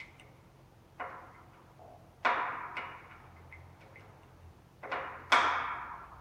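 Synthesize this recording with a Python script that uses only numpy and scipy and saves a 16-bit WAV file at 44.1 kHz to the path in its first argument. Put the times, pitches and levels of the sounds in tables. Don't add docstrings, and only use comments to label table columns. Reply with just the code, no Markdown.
import sys
import numpy as np
from scipy import signal
from scipy.fft import rfft, irfft
from scipy.io import wavfile
from scipy.ndimage import uniform_filter1d

SR = 44100
rng = np.random.default_rng(int(sys.argv[2]) if len(sys.argv) > 2 else 0)


def to_linear_factor(level_db):
    exponent = np.asarray(level_db, float) / 20
    return 10 ** exponent


def wav_out(sig):
    wavfile.write(sys.argv[1], SR, np.round(np.clip(np.atleast_2d(sig).T, -1, 1) * 32767).astype(np.int16))


N = 273728


def rms_one(x):
    return x / np.sqrt(np.mean(x ** 2) + 1e-20)


def sample_of(s):
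    return np.maximum(np.round(np.asarray(s) * SR).astype(int), 0)


def in_time(rows):
    s, *columns = np.transpose(rows)
    return [np.interp(np.arange(N) / SR, s, c) for c in columns]


def at_hz(points, hz):
    points = np.array(sorted(points))
    return np.interp(np.log(hz), np.log(points[:, 0]), points[:, 1])


def coloured(spectrum):
    hz = np.maximum(np.fft.rfftfreq(N, 1 / SR), 1)
    inside = (hz > spectrum[0][0]) & (hz < spectrum[-1][0])
    white = rfft(rng.standard_normal(N))
    return rms_one(irfft(white * to_linear_factor(at_hz(spectrum, hz)) * inside, N))


def slow_chance():
    low_pass = signal.butter(2, 5.3, fs=SR, output="sos")
    wander = signal.sosfilt(low_pass, rng.standard_normal(N + SR))
    return rms_one(wander[SR:])


def ring(clicks, hz, t60):
    r, w = to_linear_factor(-60 / (t60 * SR)), 2 * np.pi * hz / SR
    return signal.lfilter([0, np.sin(w)], [1, -2 * r * np.cos(w), r * r], clicks + 1e-18)


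def struck(modes, s, db, spread_db):
    at, out = sample_of(s), np.zeros(N)
    chance = rng.standard_normal((len(at), len(modes)))
    db = np.broadcast_to(db, chance.shape)
    for k, (hz, mode_db, t60) in enumerate(modes):
        clicks = np.zeros(N)
        clicks[at] = to_linear_factor(db[:, k] + mode_db + spread_db * chance[:, k])
        out += ring(clicks, hz, t60)
    return out


def causal_pulse(points, size=1024):
    hz = np.maximum(np.fft.rfftfreq(size, 1 / SR), 1)
    cepstrum = irfft(np.log(to_linear_factor(at_hz(points, hz))), size)
    cepstrum[1:size // 2] *= 2
    cepstrum[size // 2 + 1:] = 0
    return irfft(np.exp(rfft(cepstrum)), size)


def knocks():
    # start in seconds, blow strength in dB, thud in dB per octave below the
    # middle of the blow, hardness in dB per octave above it, crack in dB per octave at the top.
    blow_rows = [(0.0014, -59, -7.5, 10, 1), (0.1958, -56, 9.5, 1, -1.5), (0.9984, -33, -3.5, -5.5, -0.5),
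                 (1.0991, -57, 4.5, 3.5, -0.5), (1.2307, -47.5, -12, -10.5, 8), (1.5304, -55, -9.5, 3, -6),
                 (2.2496, -23, -7.5, -0.5, -1.5), (2.7681, -38, -1.5, 2.5, -3.5),
                 (3.1081, -49.5, -19.5, 1, -5), (3.8108, -53.5, 6, 4.5, 2), (4.0045, -56, 9.5, 4.5, 2.5),
                 (4.8316, -38, 4.5, -3, -0.5), (4.9169, -30.5, -2.5, -0.5, -1),
                 (5.3206, -20, -11.5, 0, 8.5)]
    # frequency in Hz, relative level in dB, t60 in seconds.
    fitting_modes = [(258, -4, .2), (422.4, -1.5, 0.45), (537, -3, .2), (723.2, 1.5, .2),
                     (890, -21.5, 0.033), (980, 0, 0.073), (1046, -3.5, 0.052), (1201, -2, 0.067),
                     (1263, -1.5, 0.24), (1353.6, 0.5, 0.13), (1408, -3, 0.039), (1547, -4.5, 0.091),
                     (1660, -1, 0.18), (2077, -4.5, 0.093), (2188, 5.5, 0.074), (2460, -13, 0.093),
                     (2890, 11, 0.067), (3750, -9.5, 0.062), (4900, -22.5, .04), (6400, -7.5, .04),
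                     (7500, -0.5, .03)]
    # frequency in Hz, relative level in dB.
    blow_colour = [(200, -31), (500, -2.5), (800, 0.5), (1200, 1), (1750, -1.5), (2300, -1), (2800, -11.5),
                   (3400, -13), (6000, -22), (10000, -49), (15000, -61)]
    middle_hz, crack_from_hz = 1200, 3400
    pulse_db, modes_db = 29.5, -18

    blow_hz, blow_db = np.transpose(blow_colour)
    octaves = np.log2(blow_hz / middle_hz)
    below, above = np.maximum(-octaves, 0), np.maximum(octaves, 0)
    top = np.maximum(np.log2(blow_hz / crack_from_hz), 0)
    colours = []
    for _, db, thud, hard, crack in blow_rows:
        tilt_db = thud * below + hard * above + crack * top
        colours.append(list(zip(blow_hz, db + blow_db + tilt_db)))

    s, mode_hz = np.array(blow_rows)[:, 0], np.array(fitting_modes)[:, 0]
    mode_levels = np.array([at_hz(colour, mode_hz) for colour in colours])
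    out = struck(fitting_modes, s, mode_levels + modes_db, spread_db=2.0)
    for at, colour in zip(sample_of(s), colours):
        pulse = causal_pulse(colour)
        out[at:at + len(pulse)] -= to_linear_factor(pulse_db) * pulse
    return out


def clangs():
    # start in seconds, strike level in dB.
    clang_rows = [(1.5304, -67), (2.25, -44.5), (5.321, -28)]
    # frequency in Hz, relative level in dB, t60 in seconds.
    metal_ring = [(3240, -11.5, 0.058), (3443, -7.5, 0.049), (3300, -16, 0.029), (3690, -23.5, 0.088)]
    s, strike_db = np.transpose(clang_rows)
    return struck(metal_ring, s, strike_db[:, None], spread_db=1.0)


def body_response():
    # frequency in Hz, relative level in dB.
    body_strength = [(150, -10), (260, 5.5), (350, 2.5), (500, 4), (650, -1.5), (900, 2), (1250, 3),
                     (1650, 0), (2200, -1.5), (2500, 0), (2800, -4.5), (3400, 1), (4200, -3.5), (6000, -5),
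                     (10000, 4), (15000, -12)]
    # frequency in Hz, t60 in seconds.
    body_t60 = [(200, 2.8), (500, 1.53), (900, 2.45), (1400, 1.594), (2200, 1.56), (3600, .95),
                (6000, 0.93), (10000, 0.51), (14000, .3)]
    direct_db, return_s, return_over_direct_db = -2.5, 0.0042, 1
    early_over_late_db, early_t60_s, late_db = 2.5, 0.12, -25.5
    rise_s = 0.002

    t = np.arange(int(1.8 * SR)) / SR
    edges = 140 * 2 ** (np.arange(28) / 4)
    dense, out = rng.standard_normal((2, len(t))), np.zeros(len(t))
    early = to_linear_factor(early_over_late_db - 60 * t / early_t60_s)
    for k, (low, high) in enumerate(zip(edges, edges[1:])):
        hz = np.sqrt(low * high)
        band_pass = signal.butter(2, [low, high], "band", fs=SR, output="sos")
        band = signal.sosfilt(band_pass, dense[k % 2])
        late = to_linear_factor(-60 * t / at_hz(body_t60, hz))
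        out += to_linear_factor(late_db + at_hz(body_strength, hz)) * band * (early + late)
    out *= 1 - np.exp(-(t / rise_s) ** 2)
    out[0] = to_linear_factor(direct_db)
    out[round(return_s * SR)] = -to_linear_factor(direct_db + return_over_direct_db)
    return out


def pings():
    # start in seconds, strike level in dB.
    ping_rows = [(0.0014, -37), (0.2059, -51.5), (1.3478, -47.5), (2.7686, -28), (3.3662, -47.5),
                 (3.5255, -39.5), (3.8494, -81), (3.9584, -42)]
    # frequency in Hz, relative level in dB, t60 in seconds.
    shaft_modes = [(2080, -7, 0.065), (2200, -11.5, 0.035), (2170, -15.5, 0.053), (2246, -29.5, 0.032)]
    s, strike_db = np.transpose(ping_rows)
    return struck(shaft_modes, s, strike_db[:, None], spread_db=1.5)


def ticks():
    # start in seconds, strike level in dB.
    tick_rows = [(0.1976, -40), (2.7699, -42.5), (3.523, -56), (3.8076, -51.5), (3.9966, -50.5),
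                 (4.2334, -51), (4.433, -55.5)]
    # frequency in Hz, relative level in dB, t60 in seconds.
    blade_modes = [(2800, 1.5, 0.014), (3580, -11.5, 0.022), (6000, -11.5, 0.016), (8200, -9.5, 0.0089),
                   (9000, -14.5, 0.014)]
    s, strike_db = np.transpose(tick_rows)
    blade = struck(blade_modes, s, strike_db[:, None], spread_db=1.0)
    t = np.arange(SR // 5) / SR
    returns = rng.standard_normal(len(t)) * to_linear_factor(-32.5 - 60 * t / 0.18) * (t > 0.006)
    return blade + signal.fftconvolve(blade, returns)[:N]


def creak(count=8):
    # frequency in Hz, relative level in dB, t60 in seconds.
    thread_modes = [(690, -8.5, 0.05), (694, 0, 0.031)]
    start_s, gap_s = 1.794, 0.028
    first_db, loss_db_per_jerk = -43.5, 1
    k = np.arange(count)
    s = start_s + gap_s * (k + 0.05 * rng.standard_normal(count))
    jerk_db = first_db - loss_db_per_jerk * k
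    return struck(thread_modes, s, jerk_db[:, None], spread_db=1.5)


def motor_hum():
    # multiple of the base pitch, middle level in dB rms.
    hum_partials = [(1, -62.5), (2, -59.5), (3, -56), (4, -62.5), (5, -69.5), (6, -86), (7.5, -63.5)]
    turns = np.cumsum(43.9 + 0.375 * slow_chance()) / SR
    out = np.zeros(N)
    for multiple, db in hum_partials:
        level = to_linear_factor(db + 1.55 * slow_chance()) * np.sqrt(2)
        out += level * np.sin(2 * np.pi * multiple * turns)
    return out


def far_drone():
    # time in seconds, middle pitch in Hz, level in dB before the level of each order.
    drone_course = [(2.95, 90.3, -61.5), (3.3, 83.5, -62), (3.6, 83, -54.5), (3.78, 99.1, -65),
                    (4.1, 100, -59), (4.28, 90, -73), (4.47, 81.4, -52.5), (4.65, 62.93, -93),
                    (5.0, 69.4, -64), (5.2, 84.2, -64), (5.56, 86.5, -56), (5.68, 61.7, -61.5),
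                    (5.95, 63, -66), (6.21, 65, -59)]
    # multiple of the pitch, level in dB added to the course.
    order_levels = [(1, 10), (1.5, 1.5)]
    hz, level_db = in_time(drone_course)
    fade_in = np.clip((np.arange(N) / SR - drone_course[0][0]) * 10, 0, 1)
    cycles = np.cumsum(hz + 1.48 * slow_chance()) / SR
    out = np.zeros(N)
    for multiple, db in order_levels:
        out += to_linear_factor(level_db + db) * np.sqrt(2) * np.sin(2 * np.pi * multiple * cycles)
    return fade_in * out


def rustle():
    # time in seconds, level in dB rms.
    rustle_course = [(0, -56.5), (.8, -60.5), (1.7, -56.5), (2.2, -61.5), (3.3, -54), (4.2, -53),
                     (4.8, -61), (6.21, -53)]
    # frequency in Hz, relative density in dB per Hz.
    rustle_colour = [(250, -1.5), (500, 1), (900, 5), (1500, -4.5), (2500, -16), (4500, -29.5)]
    level_db, = in_time(rustle_course)
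    return to_linear_factor(level_db) * coloured(rustle_colour)


def hiss():
    # frequency in Hz, relative density in dB.
    hiss_colour = [(36, 1), (60, -1), (110, 6), (200, -4.5), (400, -7.5), (800, -11), (1600, -20),
                   (2600, -22), (4000, -27), (6600, -29.5), (7600, -35), (10000, -32.5), (12000, -37.5),
                   (14000, -32.5), (17000, -36.5)]
    return to_linear_factor(-51) * coloured(hiss_colour)


def scene():
    light = pings() + creak()
    into_body = knocks() + clangs() + to_linear_factor(-8) * light
    through_body = signal.fftconvolve(into_body, body_response())[:N]
    background = motor_hum() + far_drone() + rustle() + hiss()
    return (through_body + light + ticks() + background)[None]


def suppress(x):
    band_limits = [230, 400, 650, 900, 1300, 1750, 2200, 2680, 3050, 3900, 4700, 5600, 6800, 8200, 10000,
                   12000]
    half_open_db, knee_db, depth_db, average_s = 7.5, 3, 10.5, 0.039
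    size, hop = 1024, 128
    hz, _, z = signal.stft(x, SR, nperseg=size, noverlap=size - hop)
    band = np.searchsorted(band_limits, hz)
    power = np.array([np.mean(np.abs(z[band == b]) ** 2, axis=0) for b in np.unique(band)])
    power = uniform_filter1d(power, max(1, round(average_s * SR / hop)), axis=1)
    level_db = 10 * np.log10(np.maximum(power, 1e-20))
    quiet_db = np.percentile(level_db, 25, axis=1)[:, None]
    over_db = level_db - quiet_db - half_open_db
    gain = to_linear_factor(-depth_db * (1 - np.tanh(over_db / knee_db / 2)) / 2)
    gain[0] = to_linear_factor(-depth_db)
    return signal.istft(z * gain[band], SR, nperseg=size, noverlap=size - hop)[1][:N]


def roll_off(x):
    return signal.sosfilt(signal.butter(12, 15830, fs=SR, output="sos"), x)


def record(dry):
    low_cut = signal.butter(4, 36, "high", fs=SR, output="sos")
    mix = suppress(signal.sosfilt(low_cut, dry[0]))[None]
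    return roll_off(mix)


dry = scene()
out = record(dry)
wav_out(out)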